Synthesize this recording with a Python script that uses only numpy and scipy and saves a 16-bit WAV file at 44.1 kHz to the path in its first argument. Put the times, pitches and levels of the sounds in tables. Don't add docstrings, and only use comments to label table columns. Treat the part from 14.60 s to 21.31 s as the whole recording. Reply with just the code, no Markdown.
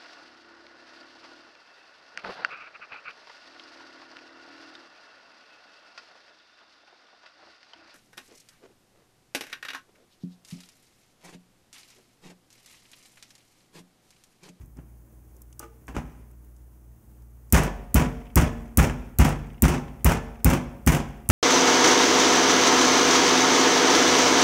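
import sys
import numpy as np
from scipy import signal
from scipy.fft import rfft, irfft
from scipy.io import wavfile
from scipy.ndimage import uniform_filter1d

SR = 44100
rng = np.random.default_rng(int(sys.argv[2]) if len(sys.argv) > 2 else 0)


def store_wav(level_fs):
    pcm = np.round(np.clip(np.atleast_2d(level_fs), -1, 1) * 32767)
    wavfile.write(sys.argv[1], SR, pcm.T.astype(np.int16))


N = 295911


def gain_of(db):
    return 10 ** (np.asarray(db) / 20)


def unit_rms(x):
    return x / np.sqrt(np.mean(x ** 2) + 1e-20)


def value_at(points, hz):
    point_hz, value = np.transpose(points)
    return np.interp(np.log(hz + 1), np.log(point_hz + 1), value)


def add(mix, start_s, sound):
    part = mix[max(round(start_s * SR), 0):][:len(sound)]
    part += sound[:len(part)]


def coloured(x, spectrum, tilt_db=0):
    hz = np.fft.rfftfreq(len(x), 1 / SR)
    curve_db = value_at(spectrum, hz) + tilt_db * np.log2((hz + 1) / 2000)
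    return irfft(rfft(x) * unit_rms(gain_of(curve_db)), len(x))


def drift(rate_hz):
    noise = uniform_filter1d(rng.standard_normal(N), size=200)
    return unit_rms(signal.lfilter([1], [1, -np.exp(-2 * np.pi * rate_hz / SR)], noise))


def faded(x, fade_times, after_s=0):
    hz, t, bands = signal.stft(x, SR, nperseg=256, noverlap=192)
    t60 = np.maximum(value_at(fade_times, hz), .02)[:, None]
    fall_db = -60 * np.maximum(t - after_s, 0) / t60
    return signal.istft(bands * gain_of(fall_db), SR, nperseg=256, noverlap=192)[1][:len(x)]


def clicks(events, width_octaves, decay_s):
    out, t = np.zeros(N), np.arange(2048) / SR
    hz = np.fft.rfftfreq(len(t), 1 / SR) + 1
    dip = (1 - .8 * np.exp(-((hz - 4150) / 700) ** 2)) * (hz < 15800)
    envelope = np.minimum(t / .001, 1) * np.exp(-t / decay_s)
    for start_s, db, centre_hz in events:
        band = unit_rms(np.exp(-(np.log2(hz / centre_hz) / width_octaves) ** 2) * dip)
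        burst = irfft(rfft(rng.standard_normal(len(t))) * band)
        add(out, start_s, gain_of(db) * burst * envelope)
    return out


# (pitch [Hz], level [dB])
FRIDGE_TONES = [(59.2, -47.5), (118.4, -55.5), (156.1, -68), (220.7, -66), (317.6, -68)]
def fridge_hum():
    motor_time = np.arange(N) / SR + .0003 * drift(1)
    return sum(gain_of(db + 1.9 * drift(1.4)) * np.sin(2 * np.pi * hz * motor_time)
               for hz, db in FRIDGE_TONES)


# (pitch [Hz], level [dB])
AIR_SPECTRUM = [(30, -30), (55, -2), (85, -11.5), (170, -18.5), (336, -20.5), (500, -26.5), (1000, -32.5),
                (2000, -40.5), (4100, -51), (6300, -43), (9200, -42), (10400, -45.5), (11200, -41.5),
                (15700, -37.5), (15800, -76)]
def air_and_hiss():
    return gain_of(-57 + 0.98 * drift(2.4)) * coloured(rng.standard_normal(N), AIR_SPECTRUM)


# (pitch [Hz], width [Hz], level [dB])
WHINE_BANDS = [(6363, 200, -89), (9740, 240, -79), (12750, 330, -81)]
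def whines():
    hz, noise = np.fft.rfftfreq(N, 1 / SR), rfft(rng.standard_normal(N))
    return sum(gain_of(db) * unit_rms(irfft(noise / (1 + (2 * (hz - centre) / width) ** 2), N))
               for centre, width, db in WHINE_BANDS)


# (pitch [Hz], fade time [s])
ROOM_FADE = [(200, 0.99), (1000, 0.75), (4000, 0.6), (12000, 0.28)]
def kitchen_echo(x):
    echoes = np.zeros(30000)
    slots = np.arange(200, len(echoes) - 20, 20)
    echoes[slots + rng.integers(0, 20, slots.shape)] = rng.choice([-1., 1.], slots.shape)
    tail = faded(echoes, ROOM_FADE)
    return signal.oaconvolve(x, tail / np.linalg.norm(tail))[:N]


# (pitch [Hz], level [dB], fade time [s])
SINK_TONES = [(453, -63, 0.87), (556, -75, 1.4), (614, -61, 0.5), (716, -69, 1.46), (804, -64.5, 0.74),
              (874, -66, 0.51), (912, -73, 0.83), (996, -54.5, 0.23), (1160, -75.5, 1.1),
              (1360, -68.5, 0.56), (1490, -67, 0.28), (1736, -63.5, 0.54)]
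def sink_ring(shaking):
    t = np.arange(30000) / SR
    ring = sum(gain_of(db - 60 * t / t60) * np.sin(2 * np.pi * hz * t) for hz, db, t60 in SINK_TONES)
    return signal.oaconvolve(shaking, ring)[:N]


# (time [s], level [dB])
LOOSE_RATTLES = [(3.569, -54), (3.6157, -51), (3.6553, -52), (3.6666, -51), (3.7005, -52), (4.844, -52),
                 (4.902, -53), (4.944, -55), (4.9796, -55), (5.2814, -49), (5.407, -55), (5.7548, -55),
                 (5.8022, -54), (6.531, -51), (6.6564, -56)]
def loose_rattles():
    centre_hz = 2300
    return clicks([(s, db, centre_hz) for s, db in LOOSE_RATTLES], width_octaves=.85, decay_s=.006)


# (pitch [Hz], level [dB], fade time [s])
TOOL_TONES = [(342, 1.5, 0.16), (453, -7, 0.77), (586, -0.5, 0.1), (838, -3.5, 0.35), (1202, -2.5, 0.22),
              (1255, -1.5, 0.12), (1470, -3, 0.076)]
# (time [s], level [dB])
TOOL_TOUCHES = [(0.999, -48), (1.027, -43)]
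def tool_clanks():
    out, t = np.zeros(N), np.arange(24000) / SR
    hz, level_db, t60 = np.transpose(TOOL_TONES)[:, :, None]
    tones = gain_of(level_db - 60 * t / t60) * np.sin(2 * np.pi * hz * t)
    for start_s, db in TOOL_TOUCHES:
        rocking = 1 + 0.35 * unit_rms(uniform_filter1d(rng.standard_normal(tones.shape), 600, axis=1))
        add(out, start_s, gain_of(db) * np.minimum(t / 0.0013, 1) * (rocking * tones).sum(0))
    return out


# (time [s], level [dB], pitch [Hz])
SMALL_CLICKS = [(0.0588, -55, 12100), (0.1695, -54.5, 5900), (0.7652, -51.5, 9350), (0.818, -42, 10500),
                (0.9267, -46.5, 5300), (0.9936, -28.5, 8300), (1.27, -52, 8680), (1.354, -44, 3500),
                (1.712, -54, 12800), (1.8457, -55, 14800), (1.9644, -56, 7500), (2.621, -60, 5870),
                (2.901, -54, 7000)]
def small_clicks():
    return clicks(SMALL_CLICKS, width_octaves=1, decay_s=0.0031)


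# (pitch [Hz], level [dB])
BOARD_SPECTRUM = [(71, -30), (120, -7), (271, -4), (340, -12), (520, -12.5), (880, -11.5), (1200, -13.5),
                  (2560, -18.5), (3300, -26), (4090, -35), (6020, -25.5), (10500, -33), (15700, -37),
                  (16000, -67.5)]
# (pitch [Hz], fade time [s])
BUZZ_FADE = [(150, 0.76), (500, 0.64), (1500, 0.44), (4000, 0.47), (8000, 0.36), (15000, 0.26)]
# (pitch [Hz], fade time [s])
FLAT_FADE = [(300, 0.35), (2500, 0.14), (6000, 0.23), (12000, .12)]
def board_chatter(db, tilt_db, landing_db, landing_s, flat_s):
    t = np.arange(24000) / SR
    rise = gain_of(db) * (1 - np.exp(-(t / 0.016) ** 2))
    jump = rise * (0.33 + 0.55 * np.exp(-(t / 0.04) ** 2))
    since_landing = np.maximum(t - landing_s, 0)
    landing = gain_of(landing_db) * (1 - np.exp(-(since_landing / 0.0034) ** 2))
    strengths = gain_of(5 * np.minimum(rng.exponential(1, len(t)), 3))
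    contacts = strengths * (rng.random(len(t)) < 150 / SR)
    roughness = 1.017 + .5 * unit_rms(signal.lfilter([1], [1, -np.exp(-1 / (0.0038 * SR))], contacts))
    buzz = (jump + landing) * coloured(roughness * rng.standard_normal(len(t)), BOARD_SPECTRUM, tilt_db)
    trembling = rise * gain_of(-33 - 60 * t / 5) * np.hanning(2 * len(t))[len(t):]
    loose_things = coloured(roughness * rng.standard_normal(len(t)), BOARD_SPECTRUM, tilt_db=-0.13)
    return faded(faded(buzz, BUZZ_FADE), FLAT_FADE, flat_s) + trembling * loose_things


def board_knock(db, tilt_db):
    t = np.arange(2048) / SR
    burst = coloured(rng.standard_normal(len(t)), [(150, -63)] + BOARD_SPECTRUM[3:], tilt_db)
    envelope = np.minimum(t / 0.00062, 1) * (np.exp(-t / 0.0012) + 0.34 * np.exp(-t / 0.019))
    return gain_of(db) * burst * envelope


# (time [s], level [dB], tilt [dB per octave])
STRAY_KNOCKS = [(1.2808, -34, -0.5), (1.365, -23, -2.5), (3.034, -27, 4.5), (4.2457, -24.5, 0.5),
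                (4.2976, -24, -2.5), (4.6905, -28, 2.5), (5.5183, -25.5, 3.5), (5.9354, -20, 1.5),
                (6.3104, -37, 15), (6.3485, -25.5, 4.5)]
def stray_knocks():
    out = np.zeros(N)
    for start_s, db, tilt_db in STRAY_KNOCKS:
        add(out, start_s, board_knock(db, tilt_db))
    return out


def board_thud(hz, db):
    t = np.arange(12000) / SR
    rise_s, t60 = 0.007, 0.069
    return gain_of(db - 60 * t / t60) * np.minimum(t / rise_s, 1) * np.sin(2 * np.pi * hz * t)


# (pitch [Hz], level [dB], fade time [s], starting direction [+1 or -1])
COUNTER_TONES = [(47, -23, 1.01, 1), (54.4, -11.5, 0.2, 1), (68.1, -9, 0.18, -1), (77.1, -17, 0.086, -1),
                 (96.45, -19.5, 0.43, -1), (127.9, -23, 0.42, -1), (145.4, -22.5, 0.6, 1),
                 (165.1, -17, 0.41, -1), (190.2, -17.5, 0.07, 1), (229, -36, 1.64, 1),
                 (245.6, -26, 0.57, 1), (257.4, -23.5, 0.22, -1), (284, -11, 0.033, -1),
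                 (354, -30, 0.386, -1)]
def counter_boom(db, tilt_db, landing_s):
    out, t = np.zeros(24000), np.arange(24000) / SR
    hz, level_db, t60, direction = np.transpose(COUNTER_TONES)[:, :, None]
    spot_level, spot_pitch, spot_landing = rng.standard_normal((3, len(COUNTER_TONES), 1))
    octaves = np.log2(hz / 64)
    envelopes = gain_of(level_db + tilt_db * octaves + 1.5 * spot_level - 60 * t / t60)
    tones = np.sign(direction) * envelopes * np.sin(2 * np.pi * hz * (1 + 0.0079 * spot_pitch) * t)
    add(out, .0061, tones.sum(0))
    landing = gain_of(-12.5 + 4.1 * octaves) * spot_landing * tones
    add(out, landing_s, landing.sum(0))
    push = np.hanning(round(0.0022 * SR))
    out = np.convolve(out, push / push.sum())
    add(out, .002, gain_of(-16.5) * np.hanning(round(0.0051 * SR)))
    return gain_of(db) * out


# (time [s], boom level [dB], boom tilt [dB per octave],
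# chatter level [dB], chatter tilt [dB per octave], time until the board lies flat [s])
SOFT_BUMPS = [(0, -26.5, -3.5, -55.5, 2.5, 0.016), (0.16, -35.5, 4, -47, -3, 0.067),
              (.994, -60, -1, -45.5, 2, 0.058), (1.273, -30, -10, -41.5, -1.3, 0.052),
              (1.335, -27, -2, -34.5, -2, 0.027), (1.355, -18.5, 0.3, -28, -2.5, 0.056)]
def soft_bumps():
    booms, buzz = np.zeros((2, N))
    landing_s = 0.0253
    for start_s, boom_db, boom_tilt, buzz_db, buzz_tilt, flat_s in SOFT_BUMPS:
        add(booms, start_s, counter_boom(boom_db, boom_tilt, landing_s))
        add(buzz, start_s, board_chatter(buzz_db, buzz_tilt, buzz_db - 19, landing_s, flat_s))
    return booms, buzz


# (pitch [Hz], level [dB])
SMACK_SPECTRUM = [(290, -51.5), (500, -4.5), (3760, -16.5), (6570, -2), (9490, 4.5), (10500, -1),
                  (12600, 6), (13700, 3), (15700, 4.5), (16800, -23.5)]
def meat_smack(db):
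    t = np.arange(2048) / SR
    slap, spray = np.exp(-(t / 0.0016) ** 2), gain_of(-15 - 60 * t / 0.045)
    envelope = np.minimum(t / 0.0016, 1) ** 2 * (slap + spray)
    return gain_of(db) * envelope * coloured(rng.standard_normal(len(t)), SMACK_SPECTRUM)


# (time [s], smack level [dB], boom level [dB], boom tilt [dB per octave],
# board slap delay [s], slap level [dB], second landing delay [s], landing level [dB],
# thud pitch [Hz], thud level [dB])
MALLET_BLOWS = [(2.9239, -3.5, -0.5, 0.2, 0.02, -15.5, 0.048, -22.5, 220, -11),
                (3.343, -6.5, -1.2, -1.2, .014, -21.5, 0.054, -28, 209, -5),
                (3.7566, -6, -1, 1, 0.018, -17.5, .056, -26.5, 226, -14),
                (4.1725, -4, 0.2, 0.1, .0165, -19, .055, -26.5, 226, -11.5),
                (4.586, -10, 1.7, -0.6, 0.025, -27, 0.062, -23, 228, -14),
                (5.021, -6, -1, 1.1, 0.021, -35, .06, -22, 222, -12),
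                (5.4448, -5, -0.5, 0, 0.021, -20, .05, -25.5, 230, -13),
                (5.8448, -5, -0.7, 1.2, 0.012, -33, .056, -23.5, 225, -17),
                (6.2634, -15.5, -0.1, -0.1, 0.01, -11, 0.057, -22, 224, -13),
                (6.6893, -9.5, 0.7, -4, 0.011, -13.5, .06, -18, 226, -20)]
def mallet_blows():
    low, smacks, knocks, chatter = np.zeros((4, N))
    for (start_s, smack_db, boom_db, boom_tilt, slap_s, slap_db,
         landing_s, landing_db, thud_hz, thud_db) in MALLET_BLOWS:
        add(smacks, start_s, meat_smack(smack_db))
        add(low, start_s + .0035, board_thud(thud_hz, thud_db))
        add(low, start_s, counter_boom(boom_db, boom_tilt, landing_s))
        harder_db = landing_db + 21
        buzz_tilt, flat_s = 0.72 + 0.1 * harder_db, 0.16 + .007 * harder_db
        add(chatter, start_s, board_chatter(-17.5, buzz_tilt, landing_db, landing_s, flat_s))
        add(knocks, start_s + slap_s, board_knock(slap_db, tilt_db=2.5))
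        add(knocks, start_s + landing_s, board_knock(landing_db + 1.5, tilt_db=3))
    return low, smacks, knocks, chatter


def scene():
    blow_low, smacks, blow_knocks, blow_chatter = mallet_blows()
    bump_booms, bump_chatter = soft_bumps()
    buzz = blow_knocks + blow_chatter + bump_chatter + stray_knocks()
    low = blow_low + bump_booms + tool_clanks()
    sharp = smacks + small_clicks() + loose_rattles()
    echo = gain_of(-15) * kitchen_echo(buzz + gain_of(-8) * sharp + gain_of(-4.5) * low)
    sink = sink_ring(blow_chatter)
    background = fridge_hum() + air_and_hiss() + whines()
    return (low + buzz + sharp + echo + sink + background)[None]


def record(dry):
    lowest_hz, highest_hz = 28, 17050
    thinned = signal.sosfilt(signal.butter(2, lowest_hz, "high", fs=SR, output="sos"), dry)
    treble_cut = signal.firwin(1023, highest_hz, window=("kaiser", 10), fs=SR)
    return signal.oaconvolve(thinned, treble_cut[None], "same")


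dry = scene()
out = record(dry)
store_wav(out)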